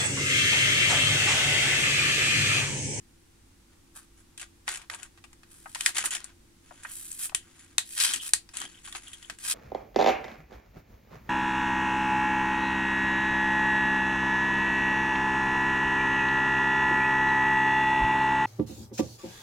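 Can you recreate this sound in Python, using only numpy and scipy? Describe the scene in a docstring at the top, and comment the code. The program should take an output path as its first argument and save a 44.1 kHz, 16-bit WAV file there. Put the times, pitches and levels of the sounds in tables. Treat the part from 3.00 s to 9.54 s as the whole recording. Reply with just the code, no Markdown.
"""In a small, cluttered room, hands open a plastic blister pack on a table.
Finger rubs and brighter scrapes (the cardboard backing tearing, a sizzle on the loud rubs) are swarms
of tiny cracks. The thin shell snaps and crinkles as it buckles, sounds hollow when knocked, and
squeaks when a finger slips. Pressed down, the pack scrapes the table. Shelves and walls add a short
echo, and under it all lie a faint rumble, hum and hiss."""
import sys
import numpy as np
from scipy import signal
from scipy.fft import rfft, irfft, next_fast_len
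from scipy.io import wavfile
from scipy.ndimage import uniform_filter1d

SR = 44100
rng = np.random.default_rng(int(sys.argv[2]) if len(sys.argv) > 2 else 0)


def unload_audio(sound):
    """Save the sound as a 16-bit wav file, at the path given as the first command line argument."""
    columns = np.transpose(np.atleast_2d(sound))
    # keep every value between -1 and 1, then stretch to whole-number steps
    steps = np.round(np.clip(columns, -1, 1) * 32767)
    wavfile.write(sys.argv[1], SR, steps.astype(np.int16))


N = 288414

# Finger strokes on the pack. Each row: start in seconds, length in seconds, middle-band level in dB,
# swell over the stroke in dB, then bass and treble in dB compared with the middle band.
RUB_STROKES = [(.70, 0.035, -77.5, 7, -1, -3), (1.175, .035, -72, 2, -1, 8),
               (1.415, 0.016, -47.5, 1, -8, -0.5), (1.69, 0.0715, -41, -3.5, -9, 1),
               (1.79, 0.054, -54.5, -8, -1.5, -9), (1.915, 0.042, -51, -4, 3, 3),
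               (1.986, 0.07, -57.5, 1, -2, 1), (2.87, 0.022, -41, -5, -2.5, 5.5),
               (2.964, 0.06, -32.5, -6.5, -10, -0.5), (3.045, 0.025, -41, 2, -4, 0),
               (3.121, .048, -36, -4, -11, 0), (3.189, 0.12, -54, -7.5, -5, -12),
               (3.65, 0.26, -67, 11.5, -8.5, 0), (4.421, .31, -65, -1.5, -6.5, 0),
               (4.595, 0.052, -57, -8, -17, 4), (5.545, 0.11, -48, 1, -8, 1),
               (5.679, .14, -57.5, -6.5, -11, 0.5), (5.85, 0.068, -50, -8, -14, 5),
               (5.955, 0.034, -40, -13, -8, 1.5), (6.03, 0.32, -56.5, -7.5, -10.5, 3)]
# The borders in Hz of four bands: bass, middle, treble and air (the very highest sounds).
BAND_EDGES_HZ = [400, 1500, 6000, 11500, 16000]
# The points in Hz between which one band fades into the next.
BLEND_HZ = [1100, 1900, 5000, 7000, 9800, 13200]
# The band that rules at each of those points, from 0 for bass to 3 for air.
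BLEND_BAND = [0, 1, 1, 2, 2, 3]
TAPS = 4096  # filter length in samples
HZ = np.fft.rfftfreq(TAPS, 1 / SR)
BLOW_S = .007  # a snap or knock holds the energy of a steady sound this long
ATTACK_S, ATTACK_PER_LENGTH, RELEASE_S, FADE_DB = 0.015, 0.33, .05, 35.5  # how strokes fade in and out


def amp(db):
    """Turns decibels into a number to multiply by."""
    return 10 ** (np.asarray(db) / 20)


def unit_power(x):
    """Scales x to an average power of one."""
    return x / np.sqrt(np.mean(x ** 2) + 1e-20)


def curve_at(points, hz):
    """Reads between the points of a table of frequencies and values."""
    point_hz, value = np.transpose(points)
    return np.interp(np.log(hz + 1), np.log(point_hz + 1), value)


def add(mix, start_s, sound):
    """Mixes a stereo sound in at the given time."""
    part = mix[:, max(round(start_s * SR), 0):][:, :sound.shape[1]]
    part += sound[:, :part.shape[1]]


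def panned(x, pan_db):
    """Makes the left side pan_db louder than the right, keeping the total power."""
    return x * amp(np.outer([.5, -.5], pan_db)) / np.sqrt(np.cosh(pan_db * np.log(10) / 20))


def filtered(x, gain):
    """Filters x by a gain that is a function of frequency."""
    size = next_fast_len(x.shape[-1] + TAPS)
    return irfft(rfft(x, size) * gain(np.fft.rfftfreq(size, 1 / SR)), size)[..., :x.shape[-1]]


def impulse(gain):
    """How a filter with this gain curve rings after one click (its minimum-phase response)."""
    mirrored = np.r_[gain, gain[-2:0:-1]]
    log_gain = np.log(np.maximum(mirrored, 1e-5 * gain.max()))
    return np.fft.ifft(np.exp(np.conj(signal.hilbert(log_gain)))).real[None]


def resonance(hz, width_hz, db):
    """A bump in dB around a pitch at which something likes to ring."""
    return db / (1 + (2 * (HZ - hz) / width_hz) ** 2)


def shell_gain(colour, spot_db=0):
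    """A broad tone colour, lifted by the shell's resonances or the struck spot's, whichever is higher."""
    # The shell's resonances. Each row: pitch in Hz, width in Hz, lift in dB.
    modes = [(1602, 150, 6), (1884, 124, 8.5), (2526, 150, 6.5), (3170, 120, -1), (4200, 140, -16),
             (4850, 90, -1), (7030, 220, 4.5), (8030, 190, -6)]
    shell_db = sum(resonance(*mode) for mode in modes)
    return unit_power(amp(curve_at(colour, HZ) + np.maximum(shell_db, spot_db)))


def band_strengths(gain):
    """How strong white noise is in each of the four bands after this gain."""
    bands = zip(BAND_EDGES_HZ, BAND_EDGES_HZ[1:])
    return np.sqrt([np.mean(gain ** 2 * (HZ >= low) * (HZ < high)) for low, high in bands])


def crack(ring_s, ring_share, alike, tick_s=.0003, rise_s=.0001, lag_s=.000043, size=1024):
    """A tick and the short ring of thin sheet; alike (0 to 1) is how well left and right match."""
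    t = np.arange(size) / SR
    left, other = rng.standard_normal((2, size))
    noise = np.array([left, alike * left + np.sqrt(1 - alike ** 2) * other])
    tick = (1 - ring_share) * np.exp(-2 * t / tick_s) / tick_s
    ring = ring_share * np.exp(-2 * t / ring_s) / ring_s
    spectrum = rfft(noise * np.sqrt(tick + ring) * (1 - np.exp(-t / rise_s)))
    spectrum /= np.sqrt(uniform_filter1d(abs(spectrum) ** 2, size=45, axis=1))  # even out the tone
    spectrum[1] *= np.exp(-2j * np.pi * np.fft.rfftfreq(size, 1 / SR) * lag_s)  # reaches the right later
    fade_out = signal.windows.tukey(size * 2, .5)[size:]
    return unit_power(irfft(spectrum) * fade_out) / np.sqrt(size)


def grain(hz, ring_s, alike):
    """One tiny crack that rings at its own pitch."""
    gain = unit_power(amp(resonance(hz, width_hz=hz * 0.053, db=11)))
    return signal.fftconvolve(crack(ring_s, 0.59, alike), impulse(gain), axes=1)[:, :TAPS // 4]


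def stroke_db(t, start, length, db, swell_db):
    """The hand takes hold, presses harder or eases off, and lets go."""
    corners = start + np.array([-ATTACK_S - ATTACK_PER_LENGTH * length, 0, length, length + RELEASE_S])
    corner_db = db + np.array([-FADE_DB, 0, swell_db, swell_db - FADE_DB])
    return np.interp(t, corners, corner_db, -np.inf, -np.inf)


def judder(t, depth_db=1.24, catch_s=.008, count=1500):
    """Sliding surfaces catch and let go, so the friction flutters in strength."""
    return amp(depth_db * np.interp(t, np.arange(count) * catch_s, rng.standard_normal(count)))


def friction(strokes, colour, air_db, air_per_treble, per_s, spread_db, ring_s, alike, count=14):
    """A swarm of tiny cracks of random size and pitch swells with each stroke of the hand."""
    sizes = amp(spread_db * np.minimum(rng.exponential(1, N), 4))
    sizes *= rng.random(N) < per_s / SR
    kinds = rng.integers(0, count, N)
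    pitches = np.geomspace(1000, 11000, count) * rng.uniform(1.0, 1.05, count)
    cracks = [grain(hz, ring_s, alike) for hz in pitches]
    swarm = np.zeros((2, N))
    for i in np.flatnonzero(sizes):
        add(swarm, i / SR, sizes[i] * cracks[kinds[i]])
    power = abs(uniform_filter1d((swarm ** 2).mean(0), size=900))
    swarm /= np.sqrt(power + 1e-9)  # the hand feeds in steady power
    gain, t = shell_gain(colour), np.arange(N) / SR
    swarm = signal.oaconvolve(swarm * judder(t), impulse(gain), axes=1)[:, :N]
    levels = np.zeros((4, N))  # one loudness curve for each band
    for start, length, db, swell_db, bass_db, treble_db in strokes:
        tone = amp([bass_db, 0, treble_db, air_db + air_per_treble * treble_db])
        loudness = amp(stroke_db(t, start, length, db, swell_db))
        levels = np.maximum(levels, np.outer(tone, loudness))
    levels = uniform_filter1d(levels, size=260, axis=1) / band_strengths(gain)[:, None]
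    return sum(level * filtered(swarm, lambda hz: np.interp(hz, BLEND_HZ, np.equal(BLEND_BAND, band)))
               for band, level in enumerate(levels))


def background(rumble_db=-60.5, hiss_db=-64.5):
    """The building's low rumble, a thin hiss and three slightly wavering hums."""
    # The tone colours of the rumble and the hiss. Each row: frequency in Hz, level in dB.
    rumble_colour = [(20, -1), (35, -8.5), (50, 3), (68, -11.5), (86, -1.5), (120, -10), (200, -10.5),
                     (270, -7.5), (350, -10), (410, -23), (550, -52), (900, -56)]
    hiss_colour = [(260, -54), (450, 0), (538, -3.5), (635, -8.5), (748, -6), (806, -3.5), (2700, -6.5),
                   (3000, -7.5), (3700, -7), (4300, -8), (9200, -7.5), (14800, -19), (16000, -16)]
    # The hums. Each row: pitch in Hz, level in dB.
    hums = [(48.6, -77.5), (86, -74), (340, -72)]
    # How well left and right match. 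Each row: frequency in Hz, likeness from 0 to 1.
    likeness = [(30, 1), (90, 0.94), (180, 0.96), (400, 0.06), (1500, 0.11), (12000, 0.022)]
    left, other = rng.standard_normal((2, N))
    shared = filtered(left, lambda hz: curve_at(likeness, hz))
    separate = filtered(other, lambda hz: np.sqrt(1 - curve_at(likeness, hz) ** 2))
    noise = np.array([left, shared + separate])
    rumble = unit_power(filtered(noise, lambda hz: amp(curve_at(rumble_colour, hz))))
    hiss = unit_power(filtered(noise, lambda hz: amp(curve_at(hiss_colour, hz))))
    t, hum = np.arange(N) / SR, np.zeros(N)
    for hz, db in hums:
        waver = 0.71 * np.interp(t, np.arange(20) / 2, rng.standard_normal(20))
        hum += amp(db) * unit_power(np.sin(2 * np.pi * hz * t + waver))
    return amp(rumble_db) * rumble + amp(hiss_db) * hiss + hum


def rubbing():
    """Fingers slide over the plastic in many tiny slips."""
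    # The tone colour of a rub. Each row: frequency in Hz, level in dB.
    colour = [(210, -39), (350, -6), (452, -22.5), (685, -8), (1570, -1), (1700, -2.5), (2670, -3),
              (3080, 0), (4520, -6.5), (5940, -4.5), (6850, 8.5), (8710, 1.5), (9900, 12.5), (12600, -26),
              (16000, -26)]
    slips = friction(RUB_STROKES, colour, air_db=-22.5, air_per_treble=1.7,
                     per_s=1000, spread_db=4.2, ring_s=0.0039, alike=0.68)
    return panned(slips, pan_db=2.5)


def bright_scrapes():
    """Bright, crackly scraping strokes: tearing, and the brief high sizzle on the loud rubs near 3 s."""
    # The bright strokes. Each row: start and length in seconds, then level, swell, bass and
    # treble in dB, as for the rubs.
    strokes = [(.962, 0.029, -54, -5, 2, 8.1), (1.0, 0.041, -64.5, -5, -1, 5),
               (2.515, 0.2, -65.5, -1, -6, 7.8), (2.685, 0.053, -61.5, -1, -16, 6.7),
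               (2.77, 0.12, -53.5, 12, -7.5, 4.6), (2.966, .02, -39.5, -3.5, -14, 4.1),
               (3.052, 0.012, -37, -5, -12, 6.3), (3.135, 0.019, -48, -5, -11, 5.9),
               (3.915, 0.28, -55, -2.5, -12.5, 11), (4.192, 0.064, -48.5, 6.5, -10.5, 10.5),
               (4.86, .1, -58.5, 11, -24, 7), (4.97, 0.025, -39, 7.5, -11, 2.6),
               (5.008, 0.047, -29, 1.5, -13, 2.9), (5.07, 0.11, -32, -12, -10.5, 1.1),
               (5.22, 0.067, -48, 4.5, -11.5, 6), (6.40, 0.06, -57, 16.5, -10.5, 4.3),
               (6.47, 0.047, -39.5, 7.5, -11.5, 5)]
    # Their tone colour. Each row: frequency in Hz, level in dB.
    colour = [(200, -43), (440, -35), (600, -28), (1100, -16.5), (1600, -9), (3000, 0.5), (5500, 1),
              (7000, 8.5), (8200, 15), (10000, 14.5), (12000, -3.5), (14800, -11.5), (16000, -20)]
    crackle = friction(strokes, colour, air_db=-12, air_per_treble=1.6,
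                       per_s=1400, spread_db=3.5, ring_s=0.0023, alike=0.47)
    return panned(crackle, pan_db=1.0)


def snaps(crease_hz=8300, bounce_s=.0019, bounce_db=-10, room_db=-9.0):
    """The shell buckles, ringing the panel and crease that gave way; the table throws the crack back."""
    # The snaps. Each row: start in seconds, middle-band level in dB, bass and treble in dB compared
    # with it, left over right in dB, ring time in seconds, the panel's pitch in Hz.
    buckles = [(1.3769, -44.5, -17, 3, 1, 0.0063, 3320), (1.397, -42.5, -18, 1, -2, 0.014, 2880),
               (1.414, -43.5, -16, 3.5, 3, .007, 2200), (1.679, -28.5, -4, -7.5, 3, 0.008, 1960),
               (1.6892, -37, -5, 7, -1, 0.0046, 4460), (1.74, -42, -6, 4, 4, .01, 2500),
               (1.7726, -46, -4, 6.5, 2, 0.0061, 2430), (1.8158, -50.5, -6, -1.5, 1, .007, 2400),
               (1.8989, -34.5, -5.5, -9, -2, 0.0037, 2240), (1.938, -40.5, -3, -10, 1, 0.0045, 2450),
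               (1.946, -47.5, -3, 9.5, 4, 0.0061, 1510), (2.0309, -44.5, -15, 6, 6, .003, 2530),
               (2.1758, -54.5, -3, -9, 0, 0.015, 1870), (2.2403, -48, -4, -4.5, 3.5, 0.012, 2580),
               (2.3302, -56.5, -5, 1.5, 4, 0.0039, 2000), (2.4329, -54.5, -2, -7.5, 2, 0.0063, 1600),
               (2.748, -35, -10, 1, 2.5, 0.0066, 1480), (2.7565, -38, 0, -9, 5, 0.0034, 2130),
               (2.8082, -30, -10, 1.5, 1.5, 0.0026, 3200), (2.8613, -18, -17, -0.5, 2.5, 0.0035, 1750),
               (2.9474, -47, -11, 7, 7, .005, 2070), (2.982, -28.5, -6.5, 3.5, 2, 0.007, 1990),
               (3.0398, -37, 5.5, 1, -2, 0.005, 1900), (3.0571, -33, -19, 10.5, -10, .0055, 1610),
               (3.1072, -37.5, -25, 8, -2, 0.013, 3070), (3.1506, -34.5, -20, 4, 3, 0.0024, 3100),
               (3.2036, -48.5, -8, 0, 3, 0.0014, 1220), (3.243, -48, -22, 11.5, 9, 0.0025, 4500),
               (3.834, -50, -11, 7, -2, 0.013, 1570), (4.1167, -51.5, -25, 17.5, 5, 0.00073, 5000),
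               (4.2557, -59, -31, 22, -13, 0.0047, 5400), (4.2955, -46, -6, -5, 3, .004, 2550),
               (4.348, -27, -15, 6, 2, 0.0023, 3100), (4.7819, -21, -12.5, 2.5, 3, 0.0016, 3830),
               (5.0016, -26, -26, -1.5, 7, 0.0025, 4850), (5.009, -25, -19, -7, 13, 0.0062, 4040),
               (5.1363, -29.5, -23, 5, 2, 0.0082, 3070), (5.1414, -34.5, -11, 5.5, 6, 0.0032, 2950),
               (5.1601, -36.5, -24, 3, 4, 0.0024, 2990), (5.3351, -21.5, -14.5, 7, 1, 0.0026, 4520),
               (5.4899, -49.5, -8.5, -8, 4, 0.0041, 5360), (5.57, -37.5, -27, 7, 2.5, 0.0047, 3200),
               (5.585, -44, -23, 2, 2, 0.0068, 3500), (5.6018, -46.5, -17, 11.5, 4, 0.0028, 3140),
               (5.6158, -37, 1, -1, 3.5, 0.0028, 1340), (5.8747, -46, 2.5, -15, 0, 0.015, 1220),
               (5.9253, -41, -10, -2, -1, 0.0045, 3470), (5.95, -36, -3, -14, 1.5, .009, 2460),
               (6.081, -53.5, -8, 8.5, -3, 0.0037, 3200), (6.132, -45.5, -32, 4, -2, 0.011, 3140),
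               (6.227, -47.5, -12, -3, 2, 0.0055, 3200), (6.2985, -36, -3, -4, 3, 0.0067, 1590),
               (6.3872, -52.5, -8, 6, 1, 0.0033, 2820), (6.4502, -40.5, -7.5, 6.5, -9, .011, 5100)]
    # The tone colour of a snap. Each row: frequency in Hz, level in dB.
    colour = [(150, -28), (450, -27.5), (750, -12), (1150, -9), (1700, -2.5), (3400, -1.5), (5300, -3.5),
              (8200, 0.5), (10500, -0.5), (12500, -5), (15500, -26)]
    near, into_room = np.zeros((2, 2, N))
    for start, db, bass_db, treble_db, pan_db, ring_s, panel_hz in buckles + crinkles():
        air_db = -18 + 0.22 * treble_db
        this_crease_hz = crease_hz * (1 + .1 * rng.uniform(-1.36, 1))
        panel = resonance(panel_hz, 0.27 * panel_hz, db=10)
        crease = resonance(this_crease_hz, 0.25 * this_crease_hz, db=4)
        gain = shell_gain(colour, panel + crease)
        band_logs = np.log(amp([bass_db, 0, treble_db, air_db]) / band_strengths(gain))
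        tilt = np.exp(np.interp(HZ, BLEND_HZ, band_logs[BLEND_BAND]))
        body = impulse(gain * tilt) * amp(db) * np.sqrt(BLOW_S * SR)
        click = crack(ring_s, ring_share=.62, alike=0.3)
        snap = panned(signal.fftconvolve(click, body, axes=1), pan_db)
        add(near, start, snap)
        add(near, start + bounce_s * rng.uniform(.8, 1.4), snap * amp(bounce_db))
        add(into_room, start, body)  # the room gathers all directions, so the click's detail averages out
    return near + amp(room_db) * room(into_room)


def crinkles(per_s=16, pan_db=3, ring_s=0.0063, scatter_octaves=0.43, count=12):
    """Extra rows for snaps(): small buckles at random moments of a rub, following its strength."""
    rows = []
    for start, length, db, swell_db, bass_db, treble_db in RUB_STROKES:
        times = start + np.cumsum(rng.exponential(1, count)) / per_s
        for time, (scatter_db, pitch) in zip(times, rng.standard_normal((count, 2))):
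            if time < start + length:
                level_db = stroke_db(time, start, length, db, swell_db) - 2 - scatter_db
                panel_hz = 2500 * 2 ** (scatter_octaves * pitch)
                rows.append((time, level_db, bass_db, treble_db + 2, pan_db, ring_s, panel_hz))
    return rows


def knocks(width_octaves=0.62, skirt_db=-27):
    """A soft blow rings the low, broad resonances of the hollow pack."""
    # The knocks. Each row: start in seconds, level in dB, centre pitch in Hz, left over right in dB.
    blows = [(2.6578, -37.5, 1120, 5.5), (3.708, -42.5, 790, 4), (3.849, -34, 1420, 1.5),
             (4.319, -46.5, 850, 6)]
    pack = shell_gain([(300, -34), (650, 4), (9000, -3)])
    skirt = amp(skirt_db) / (1 + (HZ / 4000) ** 2)  # a little sound far from the centre pitch
    out = np.zeros((2, N))
    for start, db, hz, pan_db in blows:
        hump = np.exp(-.5 * (np.log2((HZ + 1) / hz) / width_octaves) ** 2)
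        body = impulse(unit_power((hump + skirt) * pack))
        tap = crack(ring_s=0.01, ring_share=0.97, alike=0.49, tick_s=0.00078)
        knock = signal.fftconvolve(tap, body, axes=1)
        add(out, start, panned(knock, pan_db) * amp(db) * np.sqrt(BLOW_S * SR))
    return out


def table_scrapes():
    """The hands press the pack down, and it scrapes the table with a low sound."""
    # The presses. Each row: start in seconds, level in dB, length in seconds.
    presses = [(2.97, -64, 0.14), (5.037, -59, 0.18), (5.589, -56.5, 0.1), (5.854, -82, 0.18),
               (6.279, -58, 0.068)]
    colour = [(80, -27), (180, 0.5), (300, 8.0), (450, -5.0), (900, -39)]  # each row: Hz, dB
    out = np.zeros((2, N))
    for start, db, length in presses:
        n = round(length * SR)
        drag = rng.standard_normal(n) + .5 * rng.standard_normal((2, n))
        scrape = unit_power(filtered(drag, lambda hz: amp(curve_at(colour, hz))))
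        add(out, start, scrape * amp(db) * signal.windows.tukey(n, .6))
    return out


def squeaks(pitch_hz=3200, width_hz=380):
    """A slipping finger feeds one resonance of the shell, making a fuzzy whistle."""
    # The slips. Each row: halfway time in seconds, level in dB, length in seconds.
    slips = [(5.084, -37.5, 0.055), (5.21, -41.5, .042), (5.252, -45, .027), (5.619, -45, 0.043),
             (5.657, -47, 0.026), (5.751, -55, .018), (5.782, -55, 0.021), (5.858, -56, .03),
             (6.078, -46, 0.021), (6.14, -49, 0.039), (6.247, -45.5, 0.0095)]
    out = np.zeros((2, N))
    for middle, db, length in slips:
        n = round(length * SR)
        drag = rng.standard_normal(n) + 0.78 * rng.standard_normal((2, n))
        ring = unit_power(filtered(drag, lambda hz: 1 / (1 + (2 * (hz - pitch_hz) / width_hz) ** 2)))
        add(out, middle - length / 2, ring * amp(db) * signal.windows.tukey(n, .6))
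    return out


def room(x, first_s=0.0023, build_s=0.0052, count=700):
    """Echoes from nearby shelves and walls, dying away fast."""
    # How long the room rings. Each row: frequency in Hz, seconds to fade by 60 dB.
    fade_times = [(300, 0.22), (1300, 0.13), (3500, 0.17), (9000, 0.13), (15000, 0.13)]
    echoes = np.zeros((2, SR // 2))
    arrivals = np.arange(count) * 20 + rng.integers(0, 20, (2, count))
    np.put_along_axis(echoes, arrivals, rng.choice([-1., 1.], arrivals.shape), 1)
    hz, t, spectrum = signal.stft(echoes, SR, nperseg=256)
    fade = np.exp(-np.log(1000) * t / curve_at(fade_times, hz)[:, None])
    tail = signal.istft(spectrum * fade, SR)[1]
    tail *= np.clip((np.arange(tail.shape[1]) / SR - first_s) / build_s, 0, 1)
    tail /= np.linalg.norm(tail, axis=1)[:, None]
    return signal.oaconvolve(x, tail, axes=1)[:, :N]


def microphone_ports(x, pan_db=-1):
    """The left and right microphone openings each favour their own frequencies."""
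    # The lean to one side. Each row: frequency in Hz, left over right in dB.
    balance = [(200, -3), (650, 6), (1400, 0), (1870, -8), (2500, 8), (3100, 3.5), (3900, -1), (4900, 3.5),
               (6000, 3), (7200, 3), (8600, 12), (10300, -19), (12500, 6), (15000, -12)]
    return filtered(x, lambda hz: panned(1, curve_at(balance, hz) + pan_db))


def scene():
    """The pack and its echo, heard through two microphone openings, over the quiet background."""
    handling = rubbing() + bright_scrapes() + knocks() + squeaks() + table_scrapes()
    return background() + microphone_ports(handling + amp(-10.5) * room(handling) + snaps())


def record(dry, ceiling=.9, cutoff_hz=15800):
    """Flattens any peak above the ceiling, then removes the very highest treble."""
    low_pass = signal.firwin(255, cutoff_hz, window=("kaiser", 9), fs=SR)
    return signal.oaconvolve(np.clip(dry, -ceiling, ceiling), low_pass[None], "same")


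dry = scene()
out = record(dry)
unload_audio(out)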